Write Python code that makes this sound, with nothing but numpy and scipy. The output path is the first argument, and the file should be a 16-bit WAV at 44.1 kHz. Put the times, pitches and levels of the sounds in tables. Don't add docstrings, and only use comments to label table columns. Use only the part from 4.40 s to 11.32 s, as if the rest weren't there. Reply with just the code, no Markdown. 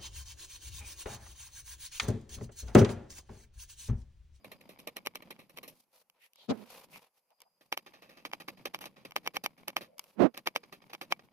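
import sys
import numpy as np
from scipy import signal
from scipy.fft import rfft, irfft, next_fast_len
from scipy.io import wavfile
from scipy.ndimage import uniform_filter1d

SR = 44100
rng = np.random.default_rng(int(sys.argv[2]) if len(sys.argv) > 2 else 0)


def store_wav(level_fs):
    pcm = np.round(np.clip(np.atleast_2d(level_fs), -1, 1) * 32767)
    wavfile.write(sys.argv[1], SR, pcm.T.astype(np.int16))


N = 305172
TIME = np.arange(N) / SR


def from_db(db):
    return 10 ** (np.asarray(db) / 20)


def unit_power(x):
    return x / np.sqrt(np.mean(x ** 2) + 1e-20)


def at_hz(points, hz):
    knots_hz, values = np.transpose(points)
    return np.interp(np.log(hz + 1), np.log(knots_hz), values)


def drift(rate_hz):
    knots = rng.standard_normal(N // 8)
    return np.interp(TIME * rate_hz, np.arange(len(knots)), knots) * np.sqrt(3 / 2)


def swell(start_s, end_s, rise_s, release_s):
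    near = slice(*np.searchsorted(TIME, [start_s - 10 * rise_s, end_s + 10 * release_s]))
    t = TIME[near]
    gain = np.zeros(N)
    gain[near] = np.exp(-np.maximum(start_s - t, 0) / rise_s - np.maximum(t - end_s, 0) / release_s)
    return gain


def butter(x, hz, kind="low"):
    return signal.sosfilt(signal.butter(2, hz, kind, fs=SR, output="sos"), x)


def through(x, response):
    return signal.oaconvolve(np.atleast_2d(x), np.atleast_2d(response), axes=1)[:, :N]


def colour(x, spectrum, size=4096):
    cepstrum = irfft(np.log(from_db(at_hz(spectrum, np.fft.rfftfreq(size, 1 / SR)))))
    cepstrum[1:size // 2] *= 2
    cepstrum[size // 2 + 1:] = 0
    response = irfft(np.exp(rfft(cepstrum)))
    return through(x, response / np.linalg.norm(response))


def ringing(modes, size=16384):
    t = TIME[:size]
    return sum(from_db(db - 60 * t / t60_s) * np.cos(2 * np.pi * hz * t) for hz, db, t60_s in modes)


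def resonant_noise(hz, width_hz):
    noise = rng.standard_normal((2, N))
    return unit_power(butter(noise, [hz - width_hz / 2, hz + width_hz / 2], "band"))


def grains(per_s, spread_db):
    size = from_db(spread_db * np.clip(rng.standard_normal(N), -2, 2))
    sign = np.sign(rng.random(N) - .5)
    slipping = rng.random(N) < per_s / SR
    return unit_power(size * sign * slipping)


# freq_hz, correlation
PORT_CORRELATION = [(100, 0.43), (500, 0.91), (1200, 0.87), (2500, 0.39), (6000, 0.31), (12000, -0.25)]

def two_ports(pair):
    size = next_fast_len(pair.shape[1], True)
    alike = np.clip(at_hz(PORT_CORRELATION, np.fft.rfftfreq(size, 1 / SR)), -1, 1)
    mid, side = rfft(pair, size)
    both = np.sqrt((1 + alike) / 2) * mid + np.sqrt((1 - alike) / 2) * side * [[1], [-1]]
    return irfft(both, size)[:, :pair.shape[1]]


def scatter(fade_s, size=16384):
    fade = from_db(-60 * TIME[:size] / fade_s)
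    spectrum = rfft(two_ports(rng.standard_normal((2, size))) * fade)
    cloud = irfft(spectrum / (np.abs(spectrum) + 1e-9)) * np.sqrt(fade)
    return cloud / np.linalg.norm(cloud, axis=1, keepdims=True)


# freq_hz, level_db
RUB_SPECTRUM = [(150, -17.5), (350, -11.5), (520, 1.5), (700, -4), (950, -1.5), (1600, -13), (2500, -7.5),
                (3600, -13.5), (5200, -18), (8000, -40)]
HISS_SPECTRUM = [(1000, -35), (2800, -2), (4600, 5), (6000, 2), (8000, -3), (10500, 6), (12500, 6.5),
                 (14800, 2.5), (16200, -18.5)]

def room_noise(murk_db=-86.5, hiss_db=-85.0):
    air = two_ports(rng.standard_normal((2, N)))
    return from_db(murk_db) * colour(air, RUB_SPECTRUM) + from_db(hiss_db) * colour(air, HISS_SPECTRUM)


def whine(pitch_hz=4900, level_db=-88):
    present = 1 - swell(start_s=1.35, end_s=2.6, rise_s=0.074, release_s=0.043)
    return present * from_db(level_db + 6.3 * drift(rate_hz=4)) * resonant_noise(pitch_hz, width_hz=130)


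# time_s, level_db
HAND_PRESSURE = [(0, -64.5), (.35, -64.5), (.7, -67), (.87, -62), (1.1, -70.5), (1.33, -64), (1.45, -80),
                 (1.92, -94), (2.02, -79), (2.3, -64.5), (2.57, -60), (2.69, -97), (3.15, -89.5),
                 (3.5, -71), (4.4, -64.5), (5.45, -66.5), (5.57, -72.5), (5.95, -70), (6.92, -67)]

def hand_pressure(glide, rest_db=-8):
    time_s, level_db = np.transpose(HAND_PRESSURE)
    return from_db(np.interp(TIME, time_s, level_db) + rest_db * (1 - glide))


# freq_hz, level_db
RUMBLE_SPECTRUM = [(25, -12.5), (70, -14.5), (120, -4.5), (190, 3.5), (270, -2), (380, -8.5), (700, -17),
                   (2000, -77.5)]
# start_s, length_s, rub_db, hiss_db
PAPER_BRUSHES = [(1.33, 0.11, -79, -71), (1.528, .09, -69, -68), (1.757, 0.037, -76, -97),
                 (1.819, 0.055, -78.5, -69.5), (1.986, 0.076, -68, -74), (2.13, 0.15, -59, -67),
                 (2.302, .15, -57, -60.5), (2.519, .06, -60, -61), (2.581, 0.094, -64.5, -70.5),
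                 (2.764, 0.029, -75.5, -73), (2.91, 0.014, -72, -90), (3.004, 0.033, -67.5, -87),
                 (3.17, 0.011, -85, -92), (5.591, 0.16, -69.5, -73)]

def sliding(glide):
    pressure = hand_pressure(glide)
    rub_power = (pressure * from_db(-4)) ** 2 + (glide * from_db(-77)) ** 2
    hiss_power = (pressure * from_db(-20)) ** 2 + (glide * from_db(-79)) ** 2
    for start_s, length_s, rub_db, hiss_db in PAPER_BRUSHES:
        brush = swell(start_s, start_s + length_s, rise_s=.012, release_s=0.0062)
        rub_power += (brush * from_db(rub_db)) ** 2
        hiss_power += (brush * from_db(hiss_db)) ** 2
    flicker = from_db(2.5 * drift(rate_hz=160) + 1.5 * drift(rate_hz=40))

    def friction(gain, spectrum, per_s):
        slips = two_ports(np.array([grains(per_s, spread_db=3.5) for port in range(2)]))
        return colour(slips * gain * flicker, spectrum)

    rumble = friction(pressure * from_db(1), RUMBLE_SPECTRUM, per_s=3000)
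    rub = friction(np.sqrt(rub_power) * from_db(-2), RUB_SPECTRUM, per_s=1500)
    hiss = friction(np.sqrt(hiss_power), HISS_SPECTRUM, per_s=9000)
    return rumble + rub + hiss


# centre_s, half_length_s, pitch_hz, width_hz, level_db
SWISHES_AND_SCUFF = [(1.838, 0.021, 2400, 1230, -62.5), (2.015, 0.031, 3640, 1400, -61),
                     (2.105, 0.0085, 3610, 2780, -41.5), (2.11, 0.01, 628, 350, -32.5),
                     (2.312, 0.02, 3680, 4440, -59.5), (2.557, 0.018, 2410, 706, -54),
                     (2.919, 0.013, 777, 297, -71.5), (3.068, 0.011, 800, 306, -69),
                     (3.752, 0.065, 2620, 122, -71), (5.537, 0.052, 572, 100, -64)]

def swishes_and_scuff():
    return sum(from_db(db) * np.exp(-((TIME - centre_s) / half_s) ** 2 / 2) * resonant_noise(hz, width)
               for centre_s, half_s, hz, width, db in SWISHES_AND_SCUFF)


# freq_hz, level_db, t60_s
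CARDBOARD_MODES = [(497, -62, 0.035), (810, -54, 0.05), (1170, -48, 0.029), (2260, -45, 0.017),
                   (2696, -37, 0.0067), (3720, -49, 0.0098), (5590, -19, 0.0033)]

def board(force, scatter_db, fade_s, size=16384, left_lag_s=.00013):
    left, right = (TIME[:size] == 0) + from_db(scatter_db) * scatter(fade_s)
    response = np.array([np.roll(left, round(left_lag_s * SR)), right]) + ringing(CARDBOARD_MODES)
    response = butter(response, hz=130, kind="high")
    return through(force, response / np.linalg.norm(response, axis=1, keepdims=True))


# freq_hz, level_db
SNAP_SPECTRUM = [(60, -33.5), (200, -13), (350, -6), (480, -9), (800, 2), (1250, 4), (1950, -6),
                 (2280, 11.5), (2600, -6.5), (3100, 0.5), (3750, -4.5), (4300, -7.5), (5700, -12),
                 (8000, -25.5), (16000, -32.5)]

def creaking(glide, gain_db=-2):
    ticks = grains(per_s=87, spread_db=10.5) * hand_pressure(glide) * from_db(gain_db)
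    force = butter(ticks + 1e-18, hz=1800)
    return colour(board(force, scatter_db=28.5, fade_s=0.006), SNAP_SPECTRUM)


# freq_hz, level_db
EDGE_SPECTRUM = [(500, -8.5), (1700, -24.5), (2450, 3), (3000, 5), (4300, -6), (5500, 2), (7500, -9),
                 (9800, -1.5), (11300, 2), (12400, 5.5), (13700, -1.5), (15000, -3.5), (16500, -32.5)]
# freq_hz, level_db, t60_s
STEEL_MODES = [(4750, 2, 0.012), (5050, 2, 0.01), (5900, -2, 0.01)]
# start_s, level_db
BLADE_CLINKS = [(1.958, -61.5), (3.004, -60), (3.018, -54.5), (5.582, -52), (5.594, -39)]

def clinking(edge_db=23, board_db=18.5, ring_db=-3):
    start_s, level_db = np.transpose(BLADE_CLINKS)
    taps = np.zeros(N)
    taps[np.round(start_s * SR).astype(int)] = from_db(level_db)
    edge = from_db(edge_db) * colour(taps, EDGE_SPECTRUM)
    body = from_db(board_db) * colour(taps, SNAP_SPECTRUM)
    ring = from_db(ring_db) * through(taps, ringing(STEEL_MODES))
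    return through(edge + body + ring, scatter(fade_s=0.016))


# freq_hz, level_db
HOUSING_SPECTRUM = [(25, -23.5), (70, -17), (130, -4), (220, 4), (330, -0.5), (550, -9), (900, -17.5),
                    (1400, -23.5), (2500, -32.5), (5000, -45), (9000, -59.5)]
# start_s, rise_s, hold_s, release_s, level_db, left_minus_right_db, roughness, low_cut_hz
FINGER_BUMPS = [(2.091, 0.0024, 0.032, 0.0066, -26, 14, .5, 40),
                (2.1, 0.0031, .022, 0.017, -29.5, -30, 0.6, 30),
                (2.144, .01, 0.088, 0.017, -46.5, -25, .75, 30),
                (5.805, 0.0083, 0.054, 0.0096, -15.5, -35, .65, 200)]

def finger_bump(start_s, rise_s, hold_s, release_s, level_db, pan_db, roughness, low_cut_hz):
    press = from_db(level_db) * swell(start_s, start_s + hold_s, rise_s, release_s)
    press_db = 20 * np.log10(press + 1e-9)
    slip_hz = np.maximum(333.5 * 2 ** ((press_db + 14.5) / 36), 214.5)
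    noise_share = np.clip(roughness * np.interp(TIME, [start_s, start_s + hold_s], [1, .5]), .1, 1)
    cycles = np.cumsum(slip_hz * (1 + 0.27 * noise_share * drift(rate_hz=300))) / SR
    pulses = (np.diff(np.floor(cycles), prepend=0) - slip_hz / SR) * np.sqrt(SR / slip_hz)
    pulses = butter(pulses, hz=2200)
    force = np.sqrt(1 - noise_share) * pulses + np.sqrt(noise_share) * rng.standard_normal(N)
    thud = butter(colour(force, HOUSING_SPECTRUM)[0], low_cut_hz, "high")
    thud /= np.sqrt(uniform_filter1d(thud ** 2, size=450) + 1e-9)
    return thud * press * from_db(np.minimum([[pan_db], [-pan_db]], 0))


# start_s, length_s, level_db, treble_db
FREE_STROKES = [(0.045, 0.031, -45.5, -11), (0.117, 0.032, -43, -8.5), (0.209, 0.027, -54.5, -6),
                (0.291, 0.065, -50.5, -7), (.388, 0.042, -51.5, -2), (0.823, 0.016, -44, -13),
                (.991, 0.063, -50.5, -11), (1.096, 0.029, -54, -5), (1.231, 0.045, -45, -5.5),
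                (1.278, 0.041, -53, 6.5), (3.21, 0.031, -58, -10.5), (3.463, 0.042, -48, -15.5),
                (3.535, 0.084, -54.5, -16), (3.621, 0.085, -54, -13), (3.693, 0.11, -56.5, -11),
                (3.771, 0.084, -56, -14), (4.002, 0.033, -42.5, -9.5), (4.172, 0.09, -60, -12),
                (4.409, 0.068, -45, -4.5), (4.562, 0.12, -58.5, -22), (4.651, 0.026, -43, -10),
                (5.039, 0.029, -35, -4.5), (5.178, 0.053, -60, -8), (5.41, 0.06, -45.5, -7.5),
                (5.942, 0.038, -50, -13), (6.233, .025, -49, -36), (6.325, 0.045, -45.5, -10),
                (6.419, 0.022, -54.5, -36), (6.498, 0.037, -52.5, -14), (6.613, 0.04, -40.5, -7.5),
                (6.794, 0.015, -51, -30)]
# snap_s, snap_db, snap_treble_db, scrape_db, run_up_s
CAUGHT_STROKES = [(0.4745, -58.5, 9, -38.5, 0.0023), (0.568, -50.5, 2, -40, 0.0062),
                  (.671, -33, -14.5, -38.5, 0.021), (.756, -42, -9, -41, 0.0062),
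                  (.908, -47.5, -14.5, -42, 0.003), (1.186, -47.5, -15, -44, 0.024),
                  (3.326, -28.5, -20.5, -39.5, 0.0057), (3.3754, -36.5, -11.5, -45.5, 0.0045),
                  (3.8518, -38, -38, -39.5, 0), (3.9345, -34, -32, -45.5, 0.0064),
                  (4.0856, -41, -52, -41.5, 0.0059), (4.2557, -41, -10, -35.5, 0.0005),
                  (4.3463, -35, -18, -42.5, 0.0086), (4.4562, -53, -3, -43.5, 0),
                  (4.7634, -28, -17, -38.5, 0.0042), (4.8751, -29.5, -16, -42, 0.043),
                  (4.9684, -31, -15.5, -35.5, 0.031), (5.0616, -29.5, -16, -53, 0.02),
                  (5.282, -39, -5, -41, 0.005), (5.3668, -27, -19.5, -37, 0.0036),
                  (5.976, -51, 0.5, -43.5, 0.0057), (6.073, -25.5, -21, -35.5, 0.013),
                  (6.1613, -27, -21, -38, 0.0095), (6.534, -45.5, -16, -43, 0.0024),
                  (6.7235, -23.5, -28, -39.5, 0.02)]

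def blade_force(ease_db=24.5, catch_s=0.024, catch_db_per_s=658, catch_treble_db=-10):
    free = [(s, s, s + length_s, db, ease_db / max(length_s, .002), treble_db)
            for s, length_s, db, treble_db in FREE_STROKES]
    caught = [(s - run_up_s, s, max(s, s - run_up_s + catch_s), db, catch_db_per_s, catch_treble_db)
              for s, _, _, db, run_up_s in CAUGHT_STROKES]
    push, bite = np.zeros((2, N))
    for start_s, peak_s, end_s, level_db, db_per_s, treble_db in free + caught:
        contact = swell(start_s, end_s, rise_s=.001, release_s=0.0034)
        from_peak_s = np.abs(np.clip(TIME, start_s, end_s) - peak_s)
        stroke = contact * from_db(level_db - db_per_s * from_peak_s)
        push += stroke
        bite += stroke * from_db(treble_db)
    return push, bite


def gliding(length_s=.055):
    starts_s = [s for s, *_ in FREE_STROKES] + [s - run_up_s for s, *_, run_up_s in CAUGHT_STROKES]
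    return np.minimum(sum(swell(s, s + length_s, rise_s=0.0027, release_s=0.018) for s in starts_s), 1)


# freq_hz, level_db
FIRST_GRIP_SPECTRUM = [(60, -34.5), (200, -4), (390, 1.5), (520, 4), (720, -10.5), (1080, 0.5),
                       (1500, -12.5), (2250, 3), (3000, -7), (4200, -6), (5300, -37), (9000, -30)]
SECOND_GRIP_SPECTRUM = [(60, -11), (230, 1.5), (330, 8), (420, 7), (540, 3.5), (680, -1.5), (830, 3),
                        (1300, 2.5), (1900, 0.5), (2350, 3.5), (3100, -1.5), (4200, -4), (5400, -6.5),
                        (9000, -28)]
# freq_hz, level_db, t60_s
CAVITY_MODES = [(476, -7, 0.14), (540, 11, 0.026)]

def scraping(push, bite, regrip_s=2.0, first_grip_db=-2, cavity_db=-13):
    slips = grains(per_s=5200, spread_db=4.5) * from_db(2.5 * drift(rate_hz=400))
    slips /= np.sqrt(uniform_filter1d(slips ** 2, size=500) + 1e-6)
    shake = board(slips * push, scatter_db=10.5, fade_s=0.019)
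    first_grip = from_db(first_grip_db) * colour(shake * (TIME < regrip_s), FIRST_GRIP_SPECTRUM)
    second_grip = colour(shake * (TIME >= regrip_s), SECOND_GRIP_SPECTRUM)
    coupling = from_db(2 * drift(rate_hz=3.9))
    cavity = ringing(CAVITY_MODES)
    knock = from_db(cavity_db) * through(shake * coupling, cavity / np.linalg.norm(cavity))
    sizzle = colour(through(slips * bite, scatter(fade_s=0.02)), EDGE_SPECTRUM)
    return first_grip + second_grip + knock + sizzle


# start_s, level_db, treble_db
CORNER_TICKS = [(.401, -62, -3.5), (.589, -55, -26), (0.6623, -45.5, -4), (0.964, -63, -34),
                (1.174, -50, -7), (1.699, -68, -3), (1.934, -88, 16.5), (2.905, -81, -1.5),
                (2.5596, -51, -27), (3.539, -76, -38), (3.9154, -52, -26), (4.0216, -58, -11),
                (4.3896, -55, -10), (4.4415, -45, -43), (4.7092, -56, -10), (4.7207, -50.5, -20),
                (4.8637, -40.5, -20), (5.303, -52, -14), (5.6409, -71, 4.5), (6.5497, -44, -22),
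                (6.6141, -40.5, -34)]

def snapping(push, board_db=24.5, edge_db=33, nicks_per_s=40, nick_db=-17):
    start_s, level_db, treble_db = np.transpose([row[:3] for row in CAUGHT_STROKES] + CORNER_TICKS)
    at = np.round(start_s * SR).astype(int)
    blows = push * from_db(nick_db) * (rng.random(N) < nicks_per_s / SR)
    blows[at] = from_db(level_db)
    bites = np.zeros(N)
    bites[at] = from_db(level_db + treble_db)
    body = colour(board(-blows, scatter_db=1.5, fade_s=0.009), SNAP_SPECTRUM)
    edge = colour(through(bites, scatter(fade_s=.008)), EDGE_SPECTRUM)
    return from_db(board_db) * body + from_db(edge_db) * edge


def scene():
    push, bite = blade_force()
    glide = gliding()
    blade = scraping(push, bite) + snapping(push)
    handling = creaking(glide) + sliding(glide) + swishes_and_scuff() + clinking()
    bumps = sum(finger_bump(*row) for row in FINGER_BUMPS)
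    return blade + handling + bumps + whine() + room_noise()


def record(dry):
    return signal.sosfilt(signal.ellip(10, .1, 80, 16300, fs=SR, output="sos"), dry)


dry = scene()
out = record(dry)
store_wav(out)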